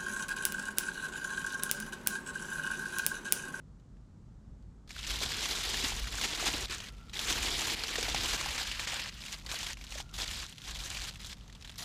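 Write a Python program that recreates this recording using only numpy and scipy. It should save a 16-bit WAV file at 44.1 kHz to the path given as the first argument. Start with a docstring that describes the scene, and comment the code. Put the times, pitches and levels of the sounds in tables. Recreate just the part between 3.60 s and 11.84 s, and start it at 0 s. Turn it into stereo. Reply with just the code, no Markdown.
"""Outdoors on open ground, hands fold and press aluminium foil round food on a board.
Each grip buckles creases: dense clumps of random snaps strike a bank of short resonances tuned as facets.
Single folds pop and slack panels knock as swelling, dying rings, each with a rattle of filtered noise.
Below lie a soft rustle, a faint whistle in two pauses, a lumpy low rumble and smooth air, all shaped noise.
Both channels carry nearly the same sound."""
import sys
import numpy as np
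from scipy import signal
from scipy.fft import rfft, irfft, next_fast_len
from scipy.io import wavfile
from scipy.ndimage import uniform_filter1d

SR = 44100
rng = np.random.default_rng(int(sys.argv[2]) if len(sys.argv) > 2 else 0)


def dump_mix(stems):
    """Bounce the given channels to the path in sys.argv[1] as a 16-bit WAV at rate SR."""
    frames = np.atleast_2d(stems).T  # one column per channel
    limited = np.clip(frames, -1, 1)  # hard clip at full scale
    pcm = np.round(limited * 32767).astype(np.int16)
    wavfile.write(sys.argv[1], SR, pcm)


N = 363384

# spectrum of the foil: frequency_hz, level_db (density, relative)
FOIL_SPECTRUM = [(120, -19), (200, -10.5), (283, -6.5), (465, -8.5), (601, -8.5), (791, -5.5), (1300, -5.5),
                 (3620, 0), (7540, -8), (8420, -13), (13100, -22), (16000, -23)]
# each grip of the hands on the foil: start_s, end_s, crackle_start_db, crackle_end_db,
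# slack_panels_db (against the crackle), brightness_db_per_octave
HAND_GRIPS = [(1.275, 1.46, -57.5, -41, -24, -0.5), (1.468, 2.295, -39, -35, -15.5, 0.2),
              (2.29, 2.506, -38, -44.5, -15.5, 0), (2.516, 2.763, -40.5, -37, -14.5, -.3),
              (2.776, 3.055, -36.5, -39, -11.5, -0.2), (3.088, 3.294, -45, -49, -18, -1.7),
              (3.536, 3.652, -42.5, -36.5, -16, 0.2), (3.695, 4.146, -36, -34.5, -13.5, .3),
              (4.158, 4.764, -40.5, -33.5, -14, -0.55), (4.774, 5.039, -38, -38, -12.5, -0.8),
              (5.051, 5.193, -38, -43, -20, -1.7), (5.192, 5.256, -38.5, -39, -16, -2.5),
              (5.276, 5.494, -35.5, -42.5, -16, -2), (5.5, 5.742, -54.5, -41, -19.5, -0.1),
              (5.746, 5.824, -48, -56, -13, 0.5), (5.903, 6.133, -39, -42.5, -18, -.3),
              (6.168, 6.411, -60.5, -41, -16.5, -0.6), (6.541, 6.572, -41.5, -47, -10, 2.3),
              (6.581, 6.643, -38, -38, -15, .3), (6.657, 6.858, -41.5, -42, -18, -0.3),
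              (6.85, 6.935, -54, -49, -23, .3), (6.937, 7.08, -62.5, -44.5, -21, 0.5),
              (7.054, 7.496, -44.5, -41.5, -15.5, .3), (7.505, 7.59, -50, -60.5, -14, -0.5),
              (7.597, 7.732, -51, -46, -18, 0.5), (8.045, 8.178, -56.5, -63.5, -20, -0.5),
              (8.182, 8.236, -44, -43.5, -8.5, 4)]


def from_db(db):
    """Decibels to gain."""
    return 10 ** (np.asarray(db) / 20)


def rms_one(x):
    """Scale to rms 1."""
    return x / np.sqrt(np.mean(x ** 2) + 1e-20)


def noise():
    """White noise as long as the scene."""
    return rng.standard_normal(N)


def in_time(rows):
    """Columns of a curve, one value per sample; the first column is time in seconds."""
    s, *columns = np.transpose(rows)
    return [np.interp(np.arange(N) / SR, s, c) for c in columns]


def at_hz(points, hz):
    """Read a spectrum in dB on a log frequency axis."""
    table_hz, table_db = np.array(points).T
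    return np.interp(np.log(hz), np.log(table_hz), table_db)


def drift(rate_hz):
    """Slow chance: noise through a double one-pole low-pass, spread 1, made at an eighth of the rate."""
    r = np.exp(-2 * np.pi * rate_hz * 8 / SR)
    raw = rng.standard_normal(N // 8 + 4002)
    slow = signal.lfilter([1], [1, -2 * r, r * r], raw)[4000:]   # skip the settling of the filter
    return np.interp(np.arange(N) / 8, np.arange(len(slow)), rms_one(slow))


def ring(x, hz, width_hz):
    """Two-pole resonance with a gain of about 1 on top."""
    r = np.exp(-np.pi * width_hz / SR)
    zeros = np.array([1, 0, -1]) * (1 - r * r) / 2
    poles = [1, -2 * r * np.cos(2 * np.pi * hz / SR), r * r]
    return signal.lfilter(zeros, poles, x + 1e-18)


def colour(x, spectrum):
    """Filter a signal by the spectrum of a table."""
    size = next_fast_len(N)
    hz = np.maximum(np.arange(size // 2 + 1) * SR / size, 1)
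    return irfft(rfft(x, size) * from_db(at_hz(spectrum, hz)), size)[:N]


def evened(x, span_s):
    """Slow swells divided out, so that a curve alone sets the level."""
    span = int(span_s * SR)
    power = uniform_filter1d(uniform_filter1d(x ** 2, span), span)
    return x / np.sqrt(power + 1e-20)


def slope_db(t, start, end, rise, fall):
    """0 dB from start to end, a straight rise before and a straight fall after, in dB per second."""
    return np.minimum(0, np.minimum(rise * (t - start), fall * (end - t)))


def hands():
    """The strongest grip or squeeze sets the crackle; a grip also sets slack panels and brightness."""
    # short hard squeezes: time_s, crackle_db
    hard_squeezes = [(1.505, -34), (1.635, -32), (1.72, -35), (1.841, -32.5), (1.915, -32.5), (2.257, -30),
                     (2.647, -30.5), (2.873, -28), (3.131, -34.5), (3.702, -28.5), (3.862, -30),
                     (4.1, -32.5), (4.55, -34.5), (5.001, -32), (5.921, -37.5)]
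    grip_db_per_s, let_go_db_per_s = 1802, 1100
    squeeze_db_per_s, ease_db_per_s = 291, 290
    rest_db, rest_slack_db = -66, -3.5   # stray snaps and panels between grips
    slack_lag_s = 0.033   # large panels follow the hands sluggishly
    packed_s, open_wide_db, packed_wide_db = 4.75, 0, -6   # the widest panels weigh less once the parcel closes

    t = np.arange(0, N / SR, 1 / 1000)   # worked out each millisecond
    level_db = np.full(len(t), float(rest_db))
    slackness_db = np.full(len(t), rest_slack_db)
    tilt_db = np.zeros(len(t))
    for start, end, first_db, last_db, grip_slack_db, bright_db in HAND_GRIPS:
        grip_db = np.interp(t, [start, end], [first_db, last_db])
        grip_db = grip_db + slope_db(t, start, end, grip_db_per_s, let_go_db_per_s)
        leads = grip_db > level_db
        slackness_db = np.where(leads, grip_slack_db, slackness_db)
        tilt_db = np.where(leads, bright_db, tilt_db)
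        level_db = np.maximum(level_db, grip_db)
    for s, db in hard_squeezes:
        level_db = np.maximum(level_db, db + slope_db(t, s, s, squeeze_db_per_s, ease_db_per_s))
    slack_db = uniform_filter1d(level_db + slackness_db, int(slack_lag_s * 1000))
    wide_db = np.where(t < packed_s, open_wide_db, packed_wide_db)
    return in_time(np.transpose([t, level_db, slack_db, wide_db, tilt_db]))


def crackle(level_db, slack_db, wide_db, tilt_db, clump_db, size_db, broad, patchy_db, thinning,
            sheet_s, sheet_db):
    """Each buckling crease rings a few cycles at the pitch of its own facet; big slack panels ring low."""
    base_snaps_per_s = 2500   # before handling and clumping vary it
    facet_q = 5.36   # pitch over bandwidth: a few cycles
    busy = from_db(thinning * (level_db + 38))   # gentle handling buckles fewer creases
    clumps = from_db(clump_db * (drift(25) + .5 * drift(70)))
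    sizes = from_db(size_db * np.minimum(rng.exponential(1, N), 5))
    sizes = sizes * rng.choice([-1, 1], N)
    happens = rng.random(N) < base_snaps_per_s * busy * clumps / SR
    snaps = sizes * happens / np.sqrt(busy)

    # the whole sheet shivers with the snaps: their energy builds up and leaks away
    r = np.exp(-1 / (sheet_s * SR))
    energy = signal.lfilter([(1 - r) ** 2], [1, -2 * r, r * r], snaps ** 2)
    dealt = rng.integers(0, 24, N)   # the facet each snap belongs to
    pitches_hz = np.geomspace(210, 15000, 24)
    # the colour wanders as other facets give way; three neighbouring pitches share a patch
    patches = [from_db(patchy_db * drift(20) + tilt_db * np.log2(hz / 3500)) for hz in pitches_hz[1::3]]
    sheet = from_db(sheet_db) * np.sqrt(energy * busy) * noise()

    wide, slack, creases = np.zeros((3, N))
    for k, hz in enumerate(pitches_hz):
        own_snaps = snaps * np.where(dealt == k, 1, broad)   # other facets' snaps reach it weakly
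        struck = (own_snaps + sheet) * patches[k // 3]
        facet = from_db(at_hz(FOIL_SPECTRUM, hz)) * ring(struck, hz, hz / facet_q)
        facet = facet * (-1) ** k   # neighbours in opposite phase
        small = np.clip(np.log2(hz / 800), 0, 1)   # share that belongs to the small creases
        creases += small * facet
        if hz > 450:
            slack += (1 - small) * facet
        else:
            wide += facet
    panels = evened(slack, .12) + from_db(wide_db) * evened(wide, .15)
    return from_db(level_db) * evened(creases, 0.045) + from_db(slack_db) * panels


def rustle():
    """A smooth, steady rustle of the settling foil: noise with the foil's spectrum."""
    return from_db(-66.5) * rms_one(colour(noise(), FOIL_SPECTRUM))


def ring_and_rattle(events, cycles, rise_cycles, crack_db, tail_s, tail_db, swell_s):
    """A crack, a quickly swelling ring at the event's pitch, and a rattle of the foil that dies away.

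    The ring falls 60 dB in the given cycles, the tail 60 dB in tail_s."""
    rings, rattle = np.zeros(N), np.zeros(N)
    t = np.arange(4000) / SR
    swell = 1 - np.exp(-t / swell_s)
    for s, db, hz in events:
        i = round(s * SR)
        n = min(len(t), N - i)
        rise = 1 - np.exp(-t * hz / rise_cycles)
        tone = rise * from_db(db - 60 * t * hz / cycles) * np.sin(2 * np.pi * hz * t)
        tail = swell * from_db(db + tail_db - 60 * t / tail_s)
        crack = rise * from_db(db + crack_db - 60 * t / 0.0047)
        rings[i:i + n] += tone[:n]
        rattle[i:i + n] += (tail + crack)[:n]
    return rings + rattle * rms_one(colour(noise(), FOIL_SPECTRUM))


def fold_pops():
    """Single folds snap over and ring high, loud under the hands and faint while the foil rests."""
    # one row per fold: start_s, level_db (before swell and decay), pitch_hz
    single_folds = [(0.1984, -57, 6950), (0.3674, -58, 1730), (1.025, -58, 6910), (1.3064, -28.5, 2400),
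                    (1.364, -29, 1490), (1.3897, -24, 3500), (1.4677, -36, 2740), (1.8562, -16, 3380),
                    (2.0078, -30, 3500), (2.143, -21.5, 1790), (2.4423, -28, 2260), (2.471, -27, 1880),
                    (2.584, -25, 1530), (2.613, -16, 4290), (2.9369, -19, 2680), (3.0974, -30, 2440),
                    (3.2026, -25, 3070), (3.2625, -34, 3790), (3.286, -30, 3740), (3.3403, -49, 2450),
                    (3.3815, -43, 3560), (3.496, -36, 3800), (3.5346, -29.5, 3880), (3.5655, -27, 2110),
                    (3.5916, -17.5, 3700), (3.6845, -26, 2870), (3.6995, -22.5, 2920), (3.7254, -17, 3120),
                    (3.9913, -19, 6500), (4.0715, -30, 3190), (4.2366, -17, 4480), (4.2822, -21, 2980),
                    (4.356, -17, 1870), (4.4284, -16.5, 5250), (4.6574, -16, 2900), (4.7107, -25, 3490),
                    (4.812, -23, 3600), (4.979, -20.5, 2270), (5.115, -20.5, 2920), (5.1953, -19, 2370),
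                    (5.271, -24, 2090), (5.3948, -20.5, 2580), (5.4747, -31, 4040), (5.5413, -37, 5870),
                    (5.6373, -29, 2510), (5.742, -28, 5350), (5.8631, -24, 4540), (5.9152, -20.5, 3600),
                    (6.0304, -22, 3340), (6.0663, -20, 3300), (6.1025, -27, 1880), (6.1709, -31.5, 2280),
                    (6.2116, -31, 2340), (6.2399, -30.5, 5460), (6.322, -25.5, 2910), (6.492, -41, 2900),
                    (6.5405, -30, 4940), (6.5844, -22, 5370), (6.6004, -21, 3430), (6.6305, -22.5, 2800),
                    (6.6893, -28, 2830), (6.711, -21, 2900), (6.9815, -31, 3230), (7.0766, -28, 3380),
                    (7.259, -26, 3900), (7.314, -26, 2800), (7.37, -22, 2480), (7.5567, -33, 2750),
                    (7.6033, -32, 3800), (7.6456, -28, 3660), (7.728, -30, 2210), (7.7687, -44, 3030),
                    (7.8092, -44, 3110), (7.879, -41, 6200), (7.8974, -42, 1910), (7.9262, -37, 4030),
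                    (7.9503, -36, 3550), (8.0112, -38, 4710), (8.024, -36, 5290), (8.0467, -30.5, 3150),
                    (8.075, -33, 4010), (8.095, -29.5, 3440), (8.1214, -39, 3640), (8.1404, -42, 2120),
                    (8.1577, -35.5, 5490), (8.1893, -27, 4570)]
    return ring_and_rattle(single_folds, cycles=19.0, rise_cycles=1.43, crack_db=-7.5, tail_s=0.033,
                           tail_db=-7.5, swell_s=0.0033)


def panel_knocks():
    """Slack panels flip over with a hollow, low, short ring and a stronger rattle."""
    # one row per flip: start_s, level_db (before swell and decay), pitch_hz
    panel_flips = [(1.614, -34.5, 576), (2.238, -28, 280), (2.321, -30.5, 825), (2.545, -33, 1070),
                   (2.826, -27, 704), (2.868, -25, 890), (2.942, -30.5, 290), (3.097, -39, 358),
                   (4.072, -32, 1050), (4.118, -36, 340), (4.384, -24.5, 460), (4.427, -29.5, 464),
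                   (4.483, -25.5, 746), (4.546, -21, 810), (4.811, -25.5, 1110), (4.86, -26, 805),
                   (5.333, -31, 760), (5.939, -34, 690), (6.356, -34, 596), (6.401, -32, 810)]
    return ring_and_rattle(panel_flips, cycles=14.3, rise_cycles=0.33, crack_db=0, tail_s=.03,
                           tail_db=-2.5, swell_s=0.0028)


def whistle(width_hz, fade_s, waver_db):
    """Noise twice through a narrow resonance, wavering, faded in and out."""
    # faint whistle in two pauses: start_s, end_s, pitch_hz, level_db (before wavering)
    whistle_spans = [(3.284, 3.526, 1366, -65.5), (6.417, 6.533, 1400, -66)]
    out, t = np.zeros(N), np.arange(N) / SR
    for start, end, hz, db in whistle_spans:
        tone = rms_one(ring(ring(noise(), hz, width_hz), hz, width_hz))
        fade = np.clip(np.minimum(t - start, end - t) / fade_s, 0, 1)
        out += from_db(db + waver_db * drift(12)) * tone * fade
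    return out


def rumble():
    """Lumpy low rumble: noise through low resonances, evened, then following a level curve."""
    # level curve: time_s, level_db
    rumble_curve = [(0.0, -55), (0.85, -55), (0.89, -46.5), (1.22, -56.5), (1.54, -41), (1.88, -50),
                    (2.46, -38.5), (2.66, -49.5), (2.98, -44.5), (3.6, -53.5), (3.72, -40.5), (4.29, -51.5),
                    (4.52, -42), (5.48, -52.5), (6.79, -45.5), (7.0, -64), (7.11, -45), (8.24, -55.5)]
    low_hz = 47.8
    low = ring(ring(noise(), low_hz, 8.8), low_hz, 165)
    deep = ring(ring(noise(), 43.0, 27), 31, 40)
    lumps = evened(rms_one(low) + from_db(-3) * rms_one(deep), 0.26)
    return from_db(in_time(rumble_curve)[0]) * lumps


def open_air():
    """Smooth, steady open-air noise with a fixed spectrum."""
    # spectrum of the air: frequency_hz, level_db (density, relative)
    air_spectrum = [(41, -33), (70, -41), (76, -11), (91, -1.5), (194, -4.5), (316, -17.5), (353, -20),
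                    (482, -23.5), (628, -27), (1300, -31), (2430, -43), (7530, -43.5), (14000, -68)]
    return from_db(-56.5) * rms_one(colour(noise(), air_spectrum))


def scene():
    """Foil over the background, the same in both channels."""
    handled = np.arange(N) / SR > HAND_GRIPS[0][0]   # crackle and rustle start with the first grip
    foil = handled * crackle(*hands(), clump_db=2.0, size_db=3.5, broad=0.25, patchy_db=1.5, thinning=.55,
                             sheet_s=0.0024, sheet_db=-7.5)
    foil += handled * rustle()
    foil += fold_pops() + panel_knocks()
    mid = foil + whistle(width_hz=80, fade_s=.03, waver_db=1.5) + open_air() + rumble()
    return np.array([mid, mid])


def record(dry):
    """The channels differ faintly, most at the very top, where the left is weaker; the top is cut."""
    # spectrum of the channel difference: frequency_hz, level_db (against the common sound)
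    channel_difference = [(60, -49), (200, -39.5), (600, -27.5), (2400, -72), (8000, -49), (11000, -14),
                          (12500, -1.5), (16000, -7)]
    unlike = np.roll(dry[0], 400) - .6 * dry[0]   # a late copy is unlike the sound itself
    both = dry + np.array([[1], [-1]]) * colour(unlike, channel_difference)
    top_cut = signal.cheby2(12, 70, 16100, fs=SR, output="sos")   # 70 dB down from 16100 Hz up
    return signal.sosfilt(top_cut, both)


dry = scene()
out = record(dry)
dump_mix(out)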